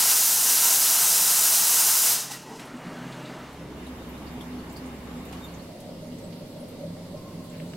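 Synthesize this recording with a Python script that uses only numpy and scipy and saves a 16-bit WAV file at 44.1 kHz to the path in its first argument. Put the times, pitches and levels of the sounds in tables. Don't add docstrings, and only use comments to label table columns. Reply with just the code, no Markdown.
import sys
import numpy as np
from scipy import signal
from scipy.fft import rfft, irfft, next_fast_len
from scipy.io import wavfile
from scipy.ndimage import uniform_filter1d, map_coordinates

SR = 44100
rng = np.random.default_rng(int(sys.argv[2]) if len(sys.argv) > 2 else 0)


def generate_wav(sig):
    pcm = np.round(np.clip(np.atleast_2d(sig).T, -1, 1) * 32767).astype(np.int16)
    wavfile.write(sys.argv[1], SR, pcm)


N = 342216
T = np.arange(N) / SR


def amp(db):
    return 10 ** (np.asarray(db) / 20)


def unit(x):
    return x / np.sqrt(np.mean(x ** 2) + 1e-20)


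def along(points, hz):
    f, v = np.transpose(points)
    return np.interp(np.log(hz + 1), np.log(f + 1), v)


def wobble(rate):
    knots = rng.standard_normal(int(N * rate / SR) + 4)
    return map_coordinates(knots, [T * rate])


def fade(start, end):
    return np.clip((T - start) / max(end - start, 1e-3), 0, 1)


def swells(rows):
    return sum(height * np.exp(-((T - s) / half) ** 2) for s, half, height in rows)


def puffs(rows):
    return swells([(s, half, amp(db)) for s, half, db in rows])


def filtered(x, response):
    size = next_fast_len(N + 8192)
    hz = np.fft.rfftfreq(size, 1 / SR)
    return irfft(rfft(x, size) * response(hz), size)[..., :N]


def colour(spectrum, resonances=()):
    def response(hz):
        lift_db = sum(db / (1 + (2 * (hz - fc) / width) ** 2) for fc, width, db in resonances)
        return amp(along(spectrum, hz) + lift_db)
    return response


def turbulence(patchy_db):
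    z = signal.stft(rng.standard_normal((2, N)), nperseg=512)[2]
    field = uniform_filter1d(rng.standard_normal(z.shape[1:]), size=8, axis=0)
    field = uniform_filter1d(field, size=12, axis=1)
    return signal.istft(z * amp(patchy_db * unit(field)), nperseg=512)[1][:, :N]


def rush(response, patchy_db, spread=None):
    def mid_side(hz):
        side_gain = amp(along(spread, hz)) if spread else 0 * hz
        return response(hz) * [np.ones_like(hz), side_gain]
    mid, side = filtered(turbulence(patchy_db), mid_side)
    return np.array([mid + side, mid - side]) / np.std(mid)


def resonance(modes):
    def response(hz):
        return sum(amp(db) / (1 + ((hz - fc) / width) ** 2) for fc, width, db in modes)
    return unit(filtered(rng.standard_normal(N), response))


def tone(hz, drift, rate):
    return np.sqrt(2) * np.sin(2 * np.pi * hz * T + drift * wobble(rate))


def band_gain(x, lo_hz, hi_hz):
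    return 1 / np.std(filtered(x.mean(0), lambda hz: (hz > lo_hz) & (hz < hi_hz)))


# start t/s, end t/s
MOVES = [(3.36, 3.87), (5.42, 5.74)]


def spots():
    first, second = (fade(*move) for move in MOVES)
    return np.sqrt([1 - first, first * (1 - second), second])


EMERGE_S, HUSH_DB = (2.04, 2.66), 12


def emerging():
    return amp(HUSH_DB * (fade(*EMERGE_S) - 1))


def panels(x, strength, reach, count=24):
    delay = rng.uniform(.002, reach, count)
    size = rng.standard_normal(count)
    echo = np.bincount((delay * SR).astype(int), strength * size / np.linalg.norm(size))
    echo[0] = 1
    return signal.fftconvolve(x, echo[None] / np.linalg.norm(echo), axes=1)[:, :N]


# f/Hz, relative density/dB
HISS_SPECTRUM = [(500, -81), (2000, -17.5), (3300, -8), (3900, -4), (4550, -3.5), (5000, 1), (6200, 2),
                 (8400, 2.5), (10000, 2), (12800, 2.5), (14300, -0.5), (15700, -2.5)]
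ROAR_SPECTRUM = [(40, -30.5), (90, -22), (150, -6.5), (350, -8), (560, -4.5), (680, -1), (1000, 1.5),
                 (1500, 0.5), (2200, -2.5), (3000, -0.5), (5000, -16.5), (10000, -41)]
# f/Hz, full width/Hz, lift/dB
CAVITY = [(450, 50, 5), (545, 70, -3.5), (670, 45, 2.5), (880, 120, 3.5), (1075, 40, 2), (1145, 40, -3.5),
          (1330, 50, 2.5), (1490, 160, 2.5), (1915, 35, 2), (2010, 35, 3), (2480, 200, -1.5),
          (2720, 130, 3.5), (2845, 40, -3.5), (2930, 70, 4), (3800, 80, 2), (4090, 45, 4), (4220, 45, 2.5),
          (4930, 55, 4), (5340, 90, 1.5), (5540, 60, -3), (5686, 50, 2), (5827, 40, 2), (6040, 70, 4),
          (6170, 40, 2), (6790, 40, 3), (6940, 45, 2.5), (7110, 50, 3), (7698, 45, 3), (8284, 35, 3),
          (8393, 50, 3.5), (8955, 45, 2.5), (9099, 40, 2), (10186, 50, 2.5), (11257, 45, 3),
          (12490, 40, 2.5)]
# t/s, half length/s, hiss change/dB, roar change/dB
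SURGES = [(0.024, 0.046, .6, 1), (0.115, 0.033, 1.6, 2), (0.217, .07, 0.5, -1), (0.38, .1, -0.7, -2),
          (0.514, 0.026, 1.8, 3), (0.677, 0.082, 0.8, 0.8), (2.07, 0.012, 0.5, 2.5)]
# t/s, half length/s, level/dB
GUSHES = [(0.025, 0.051, -30.5), (0.11, 0.027, -29.5), (0.58, 0.028, -31), (0.875, .02, -30.5)]
# f/Hz, relative density/dB
GUSH_SPECTRUM = [(100, -55), (700, -16), (1400, -7), (2700, -3), (4200, 3), (5500, 0), (9000, -26)]
# t/s, half length/s, level/dB, overblown tone level/dB
GULPS = [(2.2, 0.027, -57, -60), (2.31, 0.015, -40, -48), (2.343, 0.023, -49, -46),
         (2.482, 0.047, -45, -56), (2.543, 0.033, -45, -72)]
# f/Hz, half width/Hz, relative level/dB
PIPE_MODES = [(440, 18, -1.5), (780, 74, -10), (895, 46, -3), (1040, 60, -13)]
OVERBLOWN_MODES = [(1910, 60, 0)]
HISS_DB, ROAR_DB = -19, -34
ROAR_FALLS = 0.53
CLOSE_S, CLOSE_DB_PER_S, LEAK_DB = 2.12, 125, 32.5
DRY_S, DRY_DB_PER_S = 2.62, 220
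SPIT_S, SPIT_DB, SPIT_ATTACK_S, SPIT_T60_S = 2.321, -37, 0.012, 0.25


def steam():
    surges = np.array(SURGES)
    shut_db = np.clip((T - CLOSE_S) * CLOSE_DB_PER_S, 0, LEAK_DB)
    dry_db = np.maximum(T - DRY_S, 0) * DRY_DB_PER_S
    hiss_db = HISS_DB + swells(surges[:, :3]) - shut_db - dry_db
    roar_db = ROAR_DB + swells(surges[:, [0, 1, 3]]) - ROAR_FALLS * shut_db - dry_db

    since = T - SPIT_S
    spit_attack = np.exp(-(np.minimum(since, 0) / SPIT_ATTACK_S) ** 2)
    spit = spit_attack * amp(SPIT_DB - 60 * np.maximum(since, 0) / SPIT_T60_S)

    flutter = amp(0.4 * wobble(34.3))
    jet = rush(colour(HISS_SPECTRUM, CAVITY), patchy_db=.5)
    slack = unit(filtered(jet, colour([(5000, 8.0), (9000, 0.5), (15000, -9.5)])))
    closed = fade(2.11, 2.33)
    sputter = amp(1.2 * wobble(70))
    flow = (1 - closed) * jet + closed * slack * sputter
    hiss = flow * amp(hiss_db) + spit * (jet + slack) / 2

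    roar = rush(colour(ROAR_SPECTRUM, CAVITY), patchy_db=0.5) * (amp(roar_db) + .4 * spit)
    roar = roar + rush(colour(GUSH_SPECTRUM, CAVITY), patchy_db=1.3) * puffs(GUSHES)

    gulps = np.array(GULPS)
    drain = resonance(PIPE_MODES) * puffs(gulps[:, :3])
    drain = drain + resonance(OVERBLOWN_MODES) * puffs(gulps[:, [0, 1, 3]])
    near_nozzle = panels(flutter * hiss, strength=0.31, reach=.035)
    near_tray = panels(flutter * roar, strength=0.24, reach=.035)
    return near_nozzle + near_tray + drain


# f/Hz, side over mid/dB
ROOM_SIDE = [(60, -37), (200, -17), (380, -14), (700, -8.5), (1300, -3), (2400, -2), (4400, 0.5),
             (15000, 1)]
# t/s, onset level/dB
CLICKS = [(7.6005, -46), (7.735, -39)]
# t/s, half length/s, level/dB
CRACKLES = [(7.548, .028, -57), (7.62, .03, -59)]
# f/Hz, relative density/dB
CLICK_SPECTRUM = [(800, -15), (1500, 5), (3000, 1), (3900, -12), (5500, -22), (15000, -30)]
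CLICK_T60_S = .02


def clicks(grain_db=1.0, grains_per_s=500):
    gain = sum((T >= s) * amp(db - 60 * np.maximum(T - s, 0) / CLICK_T60_S) for s, db in CLICKS)
    crackle = puffs(CRACKLES) * unit(amp(grain_db * wobble(grains_per_s)))
    return (gain + crackle) * rush(colour(CLICK_SPECTRUM), patchy_db=-2.5, spread=ROOM_SIDE)


FAINT_TICKS_PER_S, FAINT_TICK_DB, FAINT_SPREAD_DB = 4, -65, -8
FAINT_TICK_HZ, FAINT_TICK_WIDTH = (2800, 12000), 0.098


def faint_ticks():
    start, end = MOVES[0][0], N / SR
    when, pitch, size = rng.random((int(FAINT_TICKS_PER_S * (end - start)), 3)).T
    s = start + when * (end - start)
    hz = FAINT_TICK_HZ[0] * (FAINT_TICK_HZ[1] / FAINT_TICK_HZ[0]) ** pitch
    db = FAINT_TICK_DB + FAINT_SPREAD_DB * (2 * size - 1)
    return list(zip(s, hz, FAINT_TICK_WIDTH * hz, db))


# t/s, centre f/Hz, nominal width/Hz, level/dB before gain_db
TICKS = [(2.596, 3000, 7000, -52), (2.594, 2380, 1310, -52), (2.655, 10100, 2000, -58),
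         (2.767, 7660, 1200, -63), (3.125, 3700, 895, -55), (3.255, 3700, 304, -56),
         (3.262, 4670, 350, -60), (3.26, 7000, 400, -64), (3.53, 11000, 4000, -61), (3.868, 3900, 300, -59),
         (3.868, 9000, 3000, -60), (4.092, 12700, 1500, -59), (4.178, 10000, 2000, -65),
         (4.27, 4750, 450, -58), (4.328, 14300, 700, -65), (4.412, 3400, 300, -53),
         (4.411, 8000, 7000, -56), (4.595, 4400, 240, -60), (4.703, 7100, 450, -61),
         (4.728, 14100, 1300, -60), (4.766, 4630, 380, -51.5), (4.768, 10100, 6000, -55),
         (5.252, 11100, 6000, -57), (5.29, 7200, 500, -63), (5.326, 7000, 6000, -54),
         (5.328, 2200, 1800, -50), (5.372, 3800, 1800, -56), (5.444, 12300, 1800, -58),
         (5.444, 7000, 600, -61), (5.543, 6700, 800, -59), (5.598, 4300, 280, -57.5),
         (5.625, 10500, 2500, -63), (5.803, 7000, 8000, -55), (6.122, 2970, 250, -61),
         (6.185, 7500, 3500, -59), (6.326, 3600, 1500, -57), (6.686, 8800, 600, -63),
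         (6.688, 13000, 2500, -61), (7.172, 4700, 1500, -60), (7.44, 11500, 4000, -63)]


def ticks(rise=0.0021, t60=0.14, gain_db=5.0, skirt=.4, skirt_spread=2.6):
    t = np.arange(SR // 4) / SR - .04
    hz = np.fft.rfftfreq(len(t), 1 / SR)
    out = np.zeros((2, N + SR))
    for s, centre, width, db in list(TICKS) + faint_ticks():
        attack = np.exp(-.5 * (np.minimum(t, 0) / rise) ** 2 * width / 1500)
        shape = attack * amp(-60 * np.maximum(t, 0) / t60)
        off = 1.14 * (hz - centre) / width
        band = 1 / (1 + off ** 6) + skirt / (1 + (off / skirt_spread) ** 4)
        puff = irfft(rfft(rng.standard_normal((2, len(t)))) * band, len(t))
        if s < MOVES[0][0]:
            puff = puff[[0, 0]]
        puff = unit(puff + 0.15 * puff[::-1])
        out[:, round((s + t[0]) * SR):][:, :len(t)] += amp(db + gain_db) * shape * puff
    return out[:, :N]


# t/s, half length/s, f/Hz, level/dB
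FAR_TONES = [(5.74, 0.067, 690, -52), (5.866, 0.062, 690, -49), (7.33, 0.32, 1060, -58)]


def far_tones(half_width_hz=42):
    return sum(resonance([(hz, half_width_hz, 0)]) * puffs([(s, half, db)])
               for s, half, hz, db in FAR_TONES)


# (t/s, half length/s, lift/dB)
WHINES = [(3660, -69, -78, [(5.44, .06, 9), (5.55, .04, -2)]), (7450, -78, -100, [(5.15, .06, 6)]),
          (8040, -100, -80, [(6.22, .09, 10), (7.66, .13, 12)]), (11326, -84, -82, [(6.52, .045, 16)])]


def whines(flutter_db=4.0, flutter_per_s=40):
    later = spots()[1:]
    out = np.zeros(N)
    for hz, second_db, third_db, lifts in WHINES:
        level = amp([second_db, third_db]) @ later
        tremble = amp(swells(lifts) + flutter_db * wobble(flutter_per_s))
        out += level * tremble * tone(hz, drift=0.71, rate=90)
    return out


# f/Hz, level/dB
HUM_1 = [(133, -53.5)]
HUM_2 = [(66.6, -48.5)]
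HUM_3 = [(100, -53.5)]
# t/s, half length/s, lift/dB
HUM_1_SWELL = [(3.15, 0.2, 8.5)]
HUM_1_RISE_S, HUM_1_HUSH_DB = (1.86, 2.3), 10.5


def appliances():
    first, second, third = spots()
    hum_db = HUM_1_HUSH_DB * (fade(*HUM_1_RISE_S) - 1) + swells(HUM_1_SWELL)
    motors = [(HUM_1, first * amp(hum_db)), (HUM_2, second), (HUM_3, third)]
    out = np.zeros(N)
    for lines, gain in motors:
        for hz, db in lines:
            unsteady = np.log(max(hz, 60) / 45)
            level = amp(db + 0.54 * unsteady * wobble(9.6))
            out += gain * level * tone(hz, drift=0.15 * unsteady, rate=32)
    return out


# f/Hz, level/dB at the first, second, third spot
BOOM_MODES = [(168.5, -54.5, -53.5, -52.5), (249, -53.5, -54, -53.5)]
# t/s, half length/s, lower mode lift/dB, upper mode lift/dB
BOOMS = [(2.76, 0.017, -3, 16), (2.874, 0.031, 14, 11), (3.0, 0.06, 10, 13), (3.17, .04, 10, 4),
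         (3.285, 0.056, 12.5, 11.5), (3.63, 0.034, 3, -9), (3.9, 0.052, 5, 15), (4.114, 0.049, 6, 13.5),
         (4.36, 0.054, 7, 13), (4.53, 0.11, 8, 17), (4.67, 0.045, 9, 2), (4.855, 0.087, 0, 16.5),
         (5.016, 0.057, -2, 9), (5.168, 0.074, 12.5, 12), (5.38, 0.037, 10, 10), (5.517, .04, 6, -3),
         (6.004, .05, 9.5, 1), (6.14, 0.055, 5.5, 13.5), (6.317, 0.082, 10.5, 6), (6.6, 0.072, 6, 6),
         (6.77, .06, 0, 5), (6.887, 0.059, 16.5, 1), (7.027, 0.04, 7, 1), (7.377, 0.064, 11.5, 7.5),
         (7.656, 0.14, 13, 5.5)]
BOOM_DRIFT = [1.47, 0.69, 0.62]
# f/Hz, half width/Hz, relative level/dB
DRONE_MODES = [(562, 29, 3), (617, 7.6, 2)]
# t/s, half length/s, lift/dB
DRONE_SWELLS = [(5.9, 0.043, 6), (6.035, .015, 4), (6.25, 0.035, 6.5), (6.42, .025, 6), (6.57, 0.013, 12),
                (6.635, 0.025, 10), (6.835, 0.04, 12.5), (7.15, 0.021, 9), (7.615, 0.022, 9)]
DRONE_DB = -51.5


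def boom(waver_db=1.5, flutter_per_s=24):
    shares, low = spots(), np.zeros(N)
    for k, (hz, *spot_db) in enumerate(BOOM_MODES):
        swell_db = swells([(s, half, lifts[k]) for s, half, *lifts in BOOMS])
        flutter = amp(swell_db + waver_db * wobble(flutter_per_s))
        low += amp(spot_db) @ shares * flutter * tone(hz, drift=BOOM_DRIFT @ shares, rate=17)
    middle = resonance(DRONE_MODES)
    side = 0.36 * np.outer([1, -1], resonance(DRONE_MODES))
    drone = (middle + side) * amp(DRONE_DB + swells(DRONE_SWELLS))
    return low * emerging() + shares[2] * drone


# f/Hz, relative density/dB
RUMBLE_1 = [(25, -16), (75, -13.5), (110, -15), (160, 0), (280, -1), (380, -5), (620, -8.5), (1100, -26),
            (2500, -41.5)]
RUMBLE_2 = [(25, -13.5), (70, -10), (100, -7), (160, -3.5), (215, -2), (290, -6.5), (370, -8.5),
            (550, -12.5), (900, -23.5), (2200, -57)]
RUMBLE_3 = [(25, -12), (65, -14), (100, -8), (160, -3.5), (215, -1.5), (280, -6), (380, -10), (640, -14),
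            (800, -24), (1050, -27), (1400, -29.5), (3000, -68)]
# f/Hz, full width/Hz, lift/dB
RING_1 = [(134, 12, 3), (288, 19, 3.5), (364, 11, 1.5), (612, 18, 8), (950, 25, 15)]
RING_2 = [(150, 13, 2), (295, 29, 5.3), (412, 21, 4.9), (524, 27, 4.5)]
RING_3 = [(144, 17, 2.2), (285, 44, 1.1), (485, 65, 2.7), (762, 20, 6.8), (930, 51, 8.8)]
# f/Hz, relative density/dB
AIR_1 = [(200, -4), (700, 6.5), (1300, 5.5), (2200, 0.5), (3200, -4.5), (5000, -9.5), (8000, -13.5),
         (11000, -20), (15500, -30)]
AIR_2 = [(200, -28), (700, 6), (1100, 5), (1400, -2), (2200, -2), (3700, -9.5), (5000, -13), (7000, -16.5),
         (10000, -18), (11600, -15), (13000, -20), (15500, -22)]
AIR_3 = [(200, -20), (900, 5), (1300, -5), (1700, -3.5), (2050, 0), (2400, -2.5), (3000, -2.5), (4600, -2),
         (6200, -9), (8100, -8.5), (10000, -10.5), (11500, -9.5), (13500, -13), (15500, -16)]
# f/Hz, full width/Hz, lift/dB
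AIR_RING = [(2570, 240, -2), (2830, 150, 3), (4300, 370, 0.6), (11700, 300, 2)]
# rumble level/dB in 290-520 Hz, air level/dB in 1200-4000 Hz
ROOM_DB = [(-48, -49), (-46, -53), (-48.5, -59.5)]
# t/s, half length/s, lift/dB
RUMBLE_SWELLS = [(2.68, 0.12, -1), (2.95, .12, 1.5), (3.25, 0.11, 2), (3.52, 0.096, -2.5),
                 (4.48, 0.17, -0.5), (5.7, 0.23, -2)]
AIR_SWELLS = [(2.78, 0.068, -2), (3.08, 0.32, 2.5), (3.65, .12, -2.5), (5.36, 0.14, 1), (7.6, 0.21, 1)]
AIR_RISE_S, AIR_HUSH_DB = (2.58, 2.6), 19


def ventilation():
    colours = [(RUMBLE_1, RING_1, AIR_1, None),
               (RUMBLE_2, RING_2, AIR_2, ROOM_SIDE),
               (RUMBLE_3, RING_3, AIR_3, ROOM_SIDE)]
    rumble_gain = emerging() * amp(swells(RUMBLE_SWELLS))
    air_gain = amp(AIR_HUSH_DB * (fade(*AIR_RISE_S) - 1) + swells(AIR_SWELLS))
    out = np.zeros((2, N))
    for share, (rumble_db, air_db), (low, ring, high, spread) in zip(spots(), ROOM_DB, colours):
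        rumble = rush(colour(low, ring), patchy_db=0.84, spread=spread)
        rumble = rumble * band_gain(rumble, 290, 520)
        air = rush(colour(high, AIR_RING), patchy_db=1.13, spread=spread)
        air = air * band_gain(air, 1200, 4000)
        out += share * (rumble * rumble_gain * amp(rumble_db) + air * air_gain * amp(air_db))
    return out


def scene(lean_db=0.38):
    room = clicks() + ticks() + far_tones() + whines() + appliances() + boom() + ventilation()
    lean = amp(np.outer([-1, 1], lean_db * fade(*MOVES[0])))
    return steam() + room * lean


TOP_HZ = 15800


def record(dry):
    return filtered(dry, lambda hz: hz < TOP_HZ)


dry = scene()
out = record(dry)
generate_wav(out)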